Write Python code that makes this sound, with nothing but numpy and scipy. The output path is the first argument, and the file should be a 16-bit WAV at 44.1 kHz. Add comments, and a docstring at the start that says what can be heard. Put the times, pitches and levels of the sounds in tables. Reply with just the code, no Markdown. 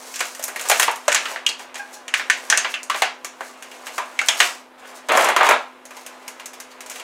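"""Thin foil pans snap and crackle as they are bent, peeled off a frozen slab and set on a counter.
Each buckle pops a dent that shakes the sheet and rings briefly. In between, hands rub the foil,
small creases and a plastic bag rustle, and a pan scrapes the counter. Two brief, faint chirps sound.
The kitchen adds a short tail, an appliance hums underneath, and the peaks are softly limited."""
import sys
import numpy as np
from scipy import signal
from scipy.fft import rfft, irfft
from scipy.io import wavfile
from scipy.ndimage import uniform_filter1d

SR = 44100
rng = np.random.default_rng(int(sys.argv[2]) if len(sys.argv) > 2 else 0)


def dump_mix(stems):
    """Bounce the given channels to the path in sys.argv[1] as a 16-bit WAV at rate SR."""
    frames = np.atleast_2d(stems).T  # one column per channel
    limited = np.clip(frames, -1, 1)  # hard clip at full scale
    pcm = np.round(limited * 32767).astype(np.int16)
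    wavfile.write(sys.argv[1], SR, pcm)


N = 310310

# Cue levels are set before the mix faders; EQ curves give shape only.
# buckle cues: t/s, level/dB, dent f/Hz, then relative to that level: body/dB, wall/dB, crack/dB
BUCKLES = [(.14, -20, 5800, -31, -11, -18), (0.159, -21, 5900, -32, -9, -5),
           (0.193, -14.5, 7300, -33, -12, -18), (0.205, -9, 1880, -9.5, -8.5, -9),
           (.219, -22, 1840, -25, -11, -15), (.253, -22, 1880, -30, -14, -9),
           (.349, -20, 1790, -39, -14, -11.5), (.394, -17, 623, -21, -16, -14),
           (.426, -18, 6770, -33, -17, -13), (0.439, -17, 6540, -36, -17, -2.5),
           (.48, -17.5, 1680, -7.5, -14, -10), (0.56, -12, 1900, -17, -16, -16),
           (.595, -19.5, 2020, -19, -7, -9.5), (.611, -17, 7490, -36, -16, -9),
           (.654, -18, 930, -11, -11, -17), (.687, -7, 7830, -29, -26, -13), (.697, -2, 750, -9, -11.5, -5),
           (.714, 4.5, 736, -21, -13.5, -19), (.797, -7.5, 2100, -7, -4, -1),
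           (.822, -10, 2400, -29, -4.5, -10), (.829, -2.5, 1580, -18.5, -14, -12),
           (.879, 1, 940, -15, -17, -44), (0.912, -20.5, 988, -29, -21, -8),
           (.958, -28.5, 1640, -23, -7, -3.5), (1.08, -2, 606, -8.5, -12, -9),
           (1.118, -1, 1410, -30, -14, -18), (1.126, -5, 2220, -41, -34, -9.5),
           (1.146, -9, 1600, -12, -5.5, 0.5), (1.16, -7, 1820, -27, -5, -27),
           (1.255, -8, 1310, -32, -11, -24), (1.36, -9.5, 1620, -17.5, -17, -33),
           (1.464, 4, 3020, -42, -26, -18), (1.49, -8.5, 4330, -22, -25, -13.5),
           (1.594, -22.5, 880, -10, -11.5, -12), (1.743, -23, 1050, -21, -11, -9),
           (1.755, -27.5, 1660, -7.5, -1.5, -3), (2.08, -18, 2900, -21, -11, -11.5),
           (2.139, 3.5, 2420, -28.5, -14, -20), (2.196, -16, 1500, -10, -5.5, -17),
           (2.299, 7, 1698, -29.5, -17.5, -19), (2.5, 0, 6030, -26, -14, -10),
           (2.525, 8, 1672, -26.5, -21, -39), (2.574, -8, 6400, -15, -6.5, -1.5),
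           (2.646, -7.5, 1460, -12.5, -9.5, -31), (2.74, -4, 2920, -29.5, -15.5, -24.5),
           (2.831, -21.5, 8200, -21, -26, -5.5), (2.898, 0, 1120, -22, -15.5, -20.5),
           (2.944, -13, 1320, -7, -8, -23), (3.02, 5.5, 760, -21, -13.5, -21),
           (3.246, -19, 6250, -12.5, -12.5, -5.5), (3.407, -19, 1620, -5, -15, -19),
           (3.624, -29, 1510, -14, -5.5, -4), (3.715, -28.5, 2740, -16, -8.5, -12.5),
           (3.868, -25.5, 1460, -6, -2, -5), (3.98, -2, 1026, -16, -20.5, -22.5),
           (4.19, 1, 2150, -33, -18, -23.5), (4.214, -8.5, 1390, -17, -17, -16),
           (4.285, 5, 3260, -24, -17, -12), (4.402, -7.5, 1900, -4, 3, -3),
           (5.086, -18, 1270, -4.5, -8, -8.5), (5.119, -.5, 794, -11, -26, -23),
           (5.173, -6, 1160, -0.5, -16, -11.5), (5.244, -1, 965, -13.5, -38, -17),
           (5.287, 0, 835, -11, -20, -21), (5.3, -2, 880, -12, -26, -26), (5.363, 2, 1225, -10.5, -16, -19),
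           (5.408, 0.8, 1130, -7.5, -19, -37), (5.43, -5, 766, -3, -15, -21),
           (5.465, -4, 1050, -11.5, -16, -18), (5.489, 1.5, 1184, -9.5, -22, -16.5),
           (5.509, 4.5, 871, -11.5, -22, -25), (5.853, -28, 650, -24, -15, -6.5),
           (5.907, -28.5, 1090, -10, -9, -11.5), (5.967, -26, 904, -11.5, -11.5, -11),
           (6.063, -29.5, 560, -26, -5, 0.7), (6.279, -20.5, 2470, -20, -12.5, -6),
           (6.397, -29, 1020, -24, -4.5, -9.5), (6.458, -25.5, 6350, -20, -12, -2.5),
           (6.533, -29.5, 810, -24, -9.5, -10), (6.601, -27.5, 1440, -18, -10.5, -1),
           (6.715, -33, 4500, -25, -12, -12), (6.806, -27, 2220, -14, -10, -4),
           (6.861, -27.5, 890, -23, -13, -6), (6.898, -23.5, 7060, -27, -14, -5),
           (6.914, -25.5, 2240, -19, -8.5, -6), (6.957, -25.5, 850, -19, -7.5, -7),
           (6.997, -26.5, 2800, -26, -4.5, -9)]
# EQ of a buckle's layers, from the hollow pan body up to the top sizzle: f/Hz, level/dB
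BODY_EQ = [(70, -80), (170, -50.5), (300, -15.5), (500, -2.5), (900, 2), (1300, -1), (2200, -6),
           (5000, -47)]
WALL_EQ = [(500, -30), (1100, -4), (1700, 4.5), (2800, 3), (4000, -4), (6000, -16.5), (12000, -45)]
CRACK_EQ = [(2000, -18.5), (4500, -8), (6500, 3), (8500, -3), (11000, -14), (16000, -28)]
SIZZLE_EQ = [(5000, -37), (9000, 4), (11500, -1), (13500, 2), (16000, -11)]
# sizzle fader, relative to the crack: t/s, level/dB
SIZZLE_RIDE = [(0.0, -20), (.45, 0), (.7, -6), (.96, -2.5), (1.08, -18), (2.3, -20), (2.55, -38),
               (2.9, -10.5), (3.9, -4), (4.2, -18), (4.4, -24), (5.1, -5), (7.04, -7)]
# handling faders: t/s, rub level/dB, crackle level/dB
HANDLING_RIDE = [(0.0, -37.5, -39), (.2, -41.5, -32), (.5, -36.5, -45), (.776, -27.5, -22.5),
                 (.92, -44, -43.5), (1.12, -37, -48), (1.32, -28, -32.5), (1.4, -39.5, -55),
                 (1.68, -40.5, -66), (1.87, -40, -48), (2.05, -43, -57.5), (2.54, -31.5, -38),
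                 (2.9, -45.5, -60), (3.2, -43.5, -61), (3.7, -40, -49), (4.3, -36, -45.5),
                 (4.416, -28, -20), (4.6, -43.5, -49.5), (4.7, -49, -80), (4.84, -37, -53),
                 (5.08, -43.5, -64), (5.6, -41, -49.5), (5.8, -46, -68), (6.0, -40.5, -50.5),
                 (6.8, -42, -58.5), (6.95, -36, -54), (7.04, -39, -55)]
# EQ of the dull rub and the bright crackle: f/Hz, level/dB
RUB_EQ = [(88, -85), (150, -45), (242, -13), (282, -19), (373, -9.5), (747, -4), (2200, -10.5), (3780, -19),
          (6000, -38), (7800, -78), (13200, -120)]
CRACKLE_EQ = [(1500, -25.5), (4000, -4), (6500, -0.5), (8500, -2.5), (11000, -8), (13500, -11),
              (16000, -16)]
# swells of crackle as a fold slowly gives: centre t/s, length/s, level/dB
FOLD_SWELLS = [(.834, .053, -34), (1.614, 0.067, -39), (1.779, 0.038, -35.5), (1.944, 0.037, -33.5),
               (2.181, 0.045, -30.5), (2.376, 0.065, -45), (2.713, .046, -32), (2.979, 0.084, -30.5),
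               (3.458, 0.13, -42.5), (3.75, 0.085, -49), (3.868, 0.037, -37), (3.952, .064, -36.5),
               (4.264, .05, -31.5), (4.8, .04, -50), (4.89, 0.089, -44), (4.965, 0.051, -37),
               (5.206, 0.21, -24.5), (5.452, 0.035, -23.5), (5.984, 0.13, -45.5), (6.545, 0.024, -38.5),
               (6.712, 0.039, -50), (6.946, 0.15, -38.5)]
# pan dragged across the counter: t/s, length/s, start level/dB, end level/dB
PAN_DRAGS = [(5.086, 0.28, -10.5, -18), (5.365, .205, -15.5, -11)]
# chirp cues: t/s, length/s, f/Hz, level/dB
CHIRP_CUES = [(1.79, 0.024, 817, -24.5), (1.956, 0.029, 820, -40)]
# chirp timbre: harmonic number, level/dB
CHIRP_HARMONICS = [(1, -7.5), (2, -2), (3, -14)]
# kitchen decay: f/Hz, T60/s
KITCHEN_DECAY = [(300, 0.22), (800, 0.34), (2000, 0.28), (5500, 0.31), (12000, 0.16)]
# EQ of the appliance's air noise: f/Hz, level/dB
AIR_EQ = [(25, -9), (60, -10), (120, -22.5), (200, -12.5), (350, -2.5), (800, -8), (1200, -7.5),
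          (2000, -24.5), (4000, -26), (7000, -29), (11000, -30.5), (16000, -38.5)]
# motor partials: f/Hz, level/dB
MOTOR_HUM = [(254, -54), (508, -58), (1017, -60), (1270, -73)]


def buckle(s, level_db, hz, body_db, wall_db, crack_db, pan_filters):
    """One dent pops and shakes the sheet's crowded modes: the close snap, and a click for the room."""
    crest_db, dent_db, overshoot, tick_gain = 5.0, -12, 1.104, 0.21
    attack_s, attack_cycles = 0.00041, 0.78  # a wide, low dent speaks more slowly
    ring_db, ring_t60_s, ring_detune = -12.5, 0.15, 0.07
    t = np.arange(5000) / SR
    # five noise layers: dent, body, wall, crack, sizzle
    dent_eq = [(hz / 3, -45), (hz / 1.3, -12), (hz / 1.08, 0),
               (hz * 1.08, 0), (hz * 1.3, -12), (hz * 3, -45)]
    filters = np.array([eq_filter(dent_eq)] + pan_filters)
    sizzle_db = crack_db + np.interp(s, *np.transpose(SIZZLE_RIDE))
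    gains = gain_of(level_db - crest_db + np.array([dent_db, body_db, wall_db, crack_db, sizzle_db]))
    # harder hits are tighter, and the top end dies first
    t60_s = (0.07 - 0.0012 * level_db) * np.array([0.9, 1.3, 1.0, 0.7, 0.6])
    attack = np.minimum(t / (attack_s + attack_cycles / hz), 1)
    punch = 1 + overshoot * np.exp(-t / 0.0028)
    envelopes = gains[:, None] * attack * punch * gain_of(-60 * t / t60_s[:, None])
    bursts = envelopes * rng.standard_normal(envelopes.shape)
    snap = signal.fftconvolve(bursts, filters, axes=1).sum(0)
    # three clear modes ring around the dent's pitch
    mode_hz = hz * (1 + ring_detune * np.array([[-1], [0], [1]]) * rng.random((3, 1)))
    modes = np.sin(2 * np.pi * (mode_hz * t + rng.random((3, 1)))).sum(0)
    ring_envelope = np.minimum(t / attack_s, 1) * gain_of(ring_db - 60 * t / ring_t60_s)
    add(snap, 0, gains[0] * ring_envelope * modes)
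    weights = np.array([0.58, 1.0, -1.18, 0.61, -1.0])  # pan bands alternate; the dent carries less far
    click = (weights * np.linalg.norm(envelopes, axis=1)) @ filters
    add(snap, 0.0004, tick_gain * click)
    return snap, click


def buckles():
    """Every snap of the pans and the bag, on two tracks: close snaps and clicks for the room."""
    snaps, clicks = np.zeros(N), np.zeros(N)
    pan_filters = [eq_filter(eq) for eq in (BODY_EQ, WALL_EQ, CRACK_EQ, SIZZLE_EQ)]
    for s, *cue in BUCKLES:
        snap, click = buckle(s, *cue, pan_filters)
        add(snaps, s, snap)
        add(clicks, s, click)
    return snaps, clicks


def grains(eq, per_s, spread_db, t60_s, hiss):
    """Tiny creases or slips: random noise bursts, a few of them big, over a bed of hiss; rms 1."""
    sizes = gain_of(spread_db * np.minimum(rng.exponential(1, N), 4))
    hits = sizes * (rng.random(N) < per_s / SR)
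    decay = gain_of(-60 * np.arange(2000) / SR / t60_s)
    power = signal.oaconvolve(hits ** 2, decay ** 2)[:N]
    envelope = unit_rms(np.sqrt(abs(power))) + hiss
    return unit_rms(signal.oaconvolve(envelope * rng.standard_normal(N), eq_filter(eq))[:N])


def handling():
    """Hands rub and rattle the pan; fine creases crackle and swell as folds give."""
    s, rub_db, crackle_db = np.transpose(HANDLING_RIDE)
    t = np.arange(N) / SR
    rub = grains(RUB_EQ, per_s=280, spread_db=2.6, t60_s=0.042, hiss=0.65)
    crackle = grains(CRACKLE_EQ, per_s=460, spread_db=3.1, t60_s=0.016, hiss=0.7)
    swells = sum(gain_of(db) * np.exp(-8 * ((t - at) / length) ** 2) for at, length, db in FOLD_SWELLS)
    crackle_gain = gain_of(np.interp(t, s, crackle_db)) + swells
    return gain_of(np.interp(t, s, rub_db)) * rub + crackle_gain * crackle


def scrape():
    """The pan floor judders across the counter in quick uneven slips, each a dull knock."""
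    attack_s, release_s = 0.013, 0.056
    t, envelope = np.arange(N) / SR, np.zeros(N)
    for s, length, start_db, end_db in PAN_DRAGS:
        gate = np.clip((t - s) / attack_s, 0, 1) * np.clip((s + length - t) / release_s, 0, 1)
        envelope += gate * gain_of(np.interp(t, (s, s + length), (start_db, end_db)))
    return envelope * grains(RUB_EQ, per_s=440, spread_db=3.0, t60_s=0.013, hiss=0.58)


def chirps():
    """Brief tonal chirps: three harmonics on an unsteady pitch near 820 Hz."""
    out = np.zeros(N)
    for s, length, hz, db in CHIRP_CUES:
        t = np.arange(0, length, 1 / SR)
        jitter = 0.025 * unit_rms(uniform_filter1d(rng.standard_normal(len(t)), 150))
        cycles = np.cumsum(hz * (1 + jitter)) / SR
        tone = sum(gain_of(level) * np.sin(2 * np.pi * k * cycles) for k, level in CHIRP_HARMONICS)
        add(out, s, gain_of(db) * unit_rms(tone) * signal.windows.tukey(len(t), 0.6))
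    return out


def kitchen(send, patterns=3, sweep_s=0.3):
    """A short room tail, each band at its own decay; moving hands keep shifting the echo pattern."""
    out, sweep = np.zeros(N), 2 * np.pi * np.arange(N) / SR / sweep_s
    for k in range(patterns):
        echoes = np.zeros(SR // 2)
        slots = np.arange(200, len(echoes) - 20, 10)
        echoes[slots + rng.integers(0, 10, len(slots))] = rng.choice([-1., 1.], len(slots))
        hz, t, bands = signal.stft(echoes, SR, nperseg=256)
        decay = gain_of(-60 * t / curve_at(KITCHEN_DECAY, hz)[:, None])
        tail = signal.istft(bands * decay, SR, nperseg=256)[1]
        crossfade = np.sqrt(2 / patterns) * np.cos(sweep + k * np.pi / patterns)  # equal power
        out += signal.fftconvolve(send * crossfade, tail / np.linalg.norm(tail))[:N]
    return out


def appliance(air_db=-51.5, pitch_drift=0.002, waver_db=0.75):
    """The background bed: steady air noise and a faint, slightly wavering motor hum."""
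    air_shape = gain_of(curve_at(AIR_EQ, np.fft.rfftfreq(N, 1 / SR)))
    air = irfft(rfft(rng.standard_normal(N)) * air_shape, N)
    drift, *wavers = unit_rms(uniform_filter1d(uniform_filter1d(rng.standard_normal((5, N)), 3000), 3000))
    motor_time = np.cumsum(1 + pitch_drift * drift) / SR
    hum = sum(np.sqrt(2) * gain_of(db + waver_db * waver) * np.sin(2 * np.pi * hz * motor_time)
              for (hz, db), waver in zip(MOTOR_HUM, wavers))
    return gain_of(air_db) * unit_rms(air) + hum


def gain_of(db):
    """Decibels to gain."""
    return 10 ** (np.asarray(db) / 20)


def unit_rms(x):
    """Normalises to rms 1."""
    return x / np.sqrt(np.mean(x ** 2) + 1e-20)


def curve_at(curve, hz):
    """Reads a curve on a log-frequency axis."""
    f, value = np.transpose(curve)
    return np.interp(np.log(hz + 1), np.log(f + 1), value)


def eq_filter(eq, size=2048):
    """Minimum-phase impulse response of an EQ curve, with energy 1."""
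    log_gain = np.log(gain_of(curve_at(eq, abs(np.fft.fftfreq(size, 1 / SR)))))
    taps = np.fft.ifft(np.exp(np.conj(signal.hilbert(log_gain)))).real[:size // 2]
    return taps / np.linalg.norm(taps)


def add(track, s, sound):
    """Drops a sound onto a track at s seconds."""
    part = track[round(s * SR):][:len(sound)]
    part += sound[:len(part)]


def scene():
    """Mono mix: snaps up front, smaller sounds tucked under them, kitchen and appliance behind."""
    snaps, clicks = buckles()
    texture = handling() + scrape() + chirps()
    room_send = gain_of(-4) * clicks + gain_of(-13) * snaps + gain_of(-9) * texture
    return (snaps + gain_of(-6.5) * texture + kitchen(room_send) + appliance())[None]


def record(dry, ceiling=0.88, low_cut_hz=220, high_cut_hz=15900):
    """Master chain: soft-clipped peaks, a gentle low cut and a steep high cut."""
    limited = dry / (1 + abs(dry / ceiling) ** 12) ** (1 / 12)
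    thinned = signal.lfilter(*signal.butter(1, low_cut_hz, "high", fs=SR), limited)
    high_cut = signal.firwin(161, high_cut_hz, window=("kaiser", 8), fs=SR)
    return signal.oaconvolve(thinned, high_cut[None], "same")


dry = scene()
out = record(dry)
dump_mix(out)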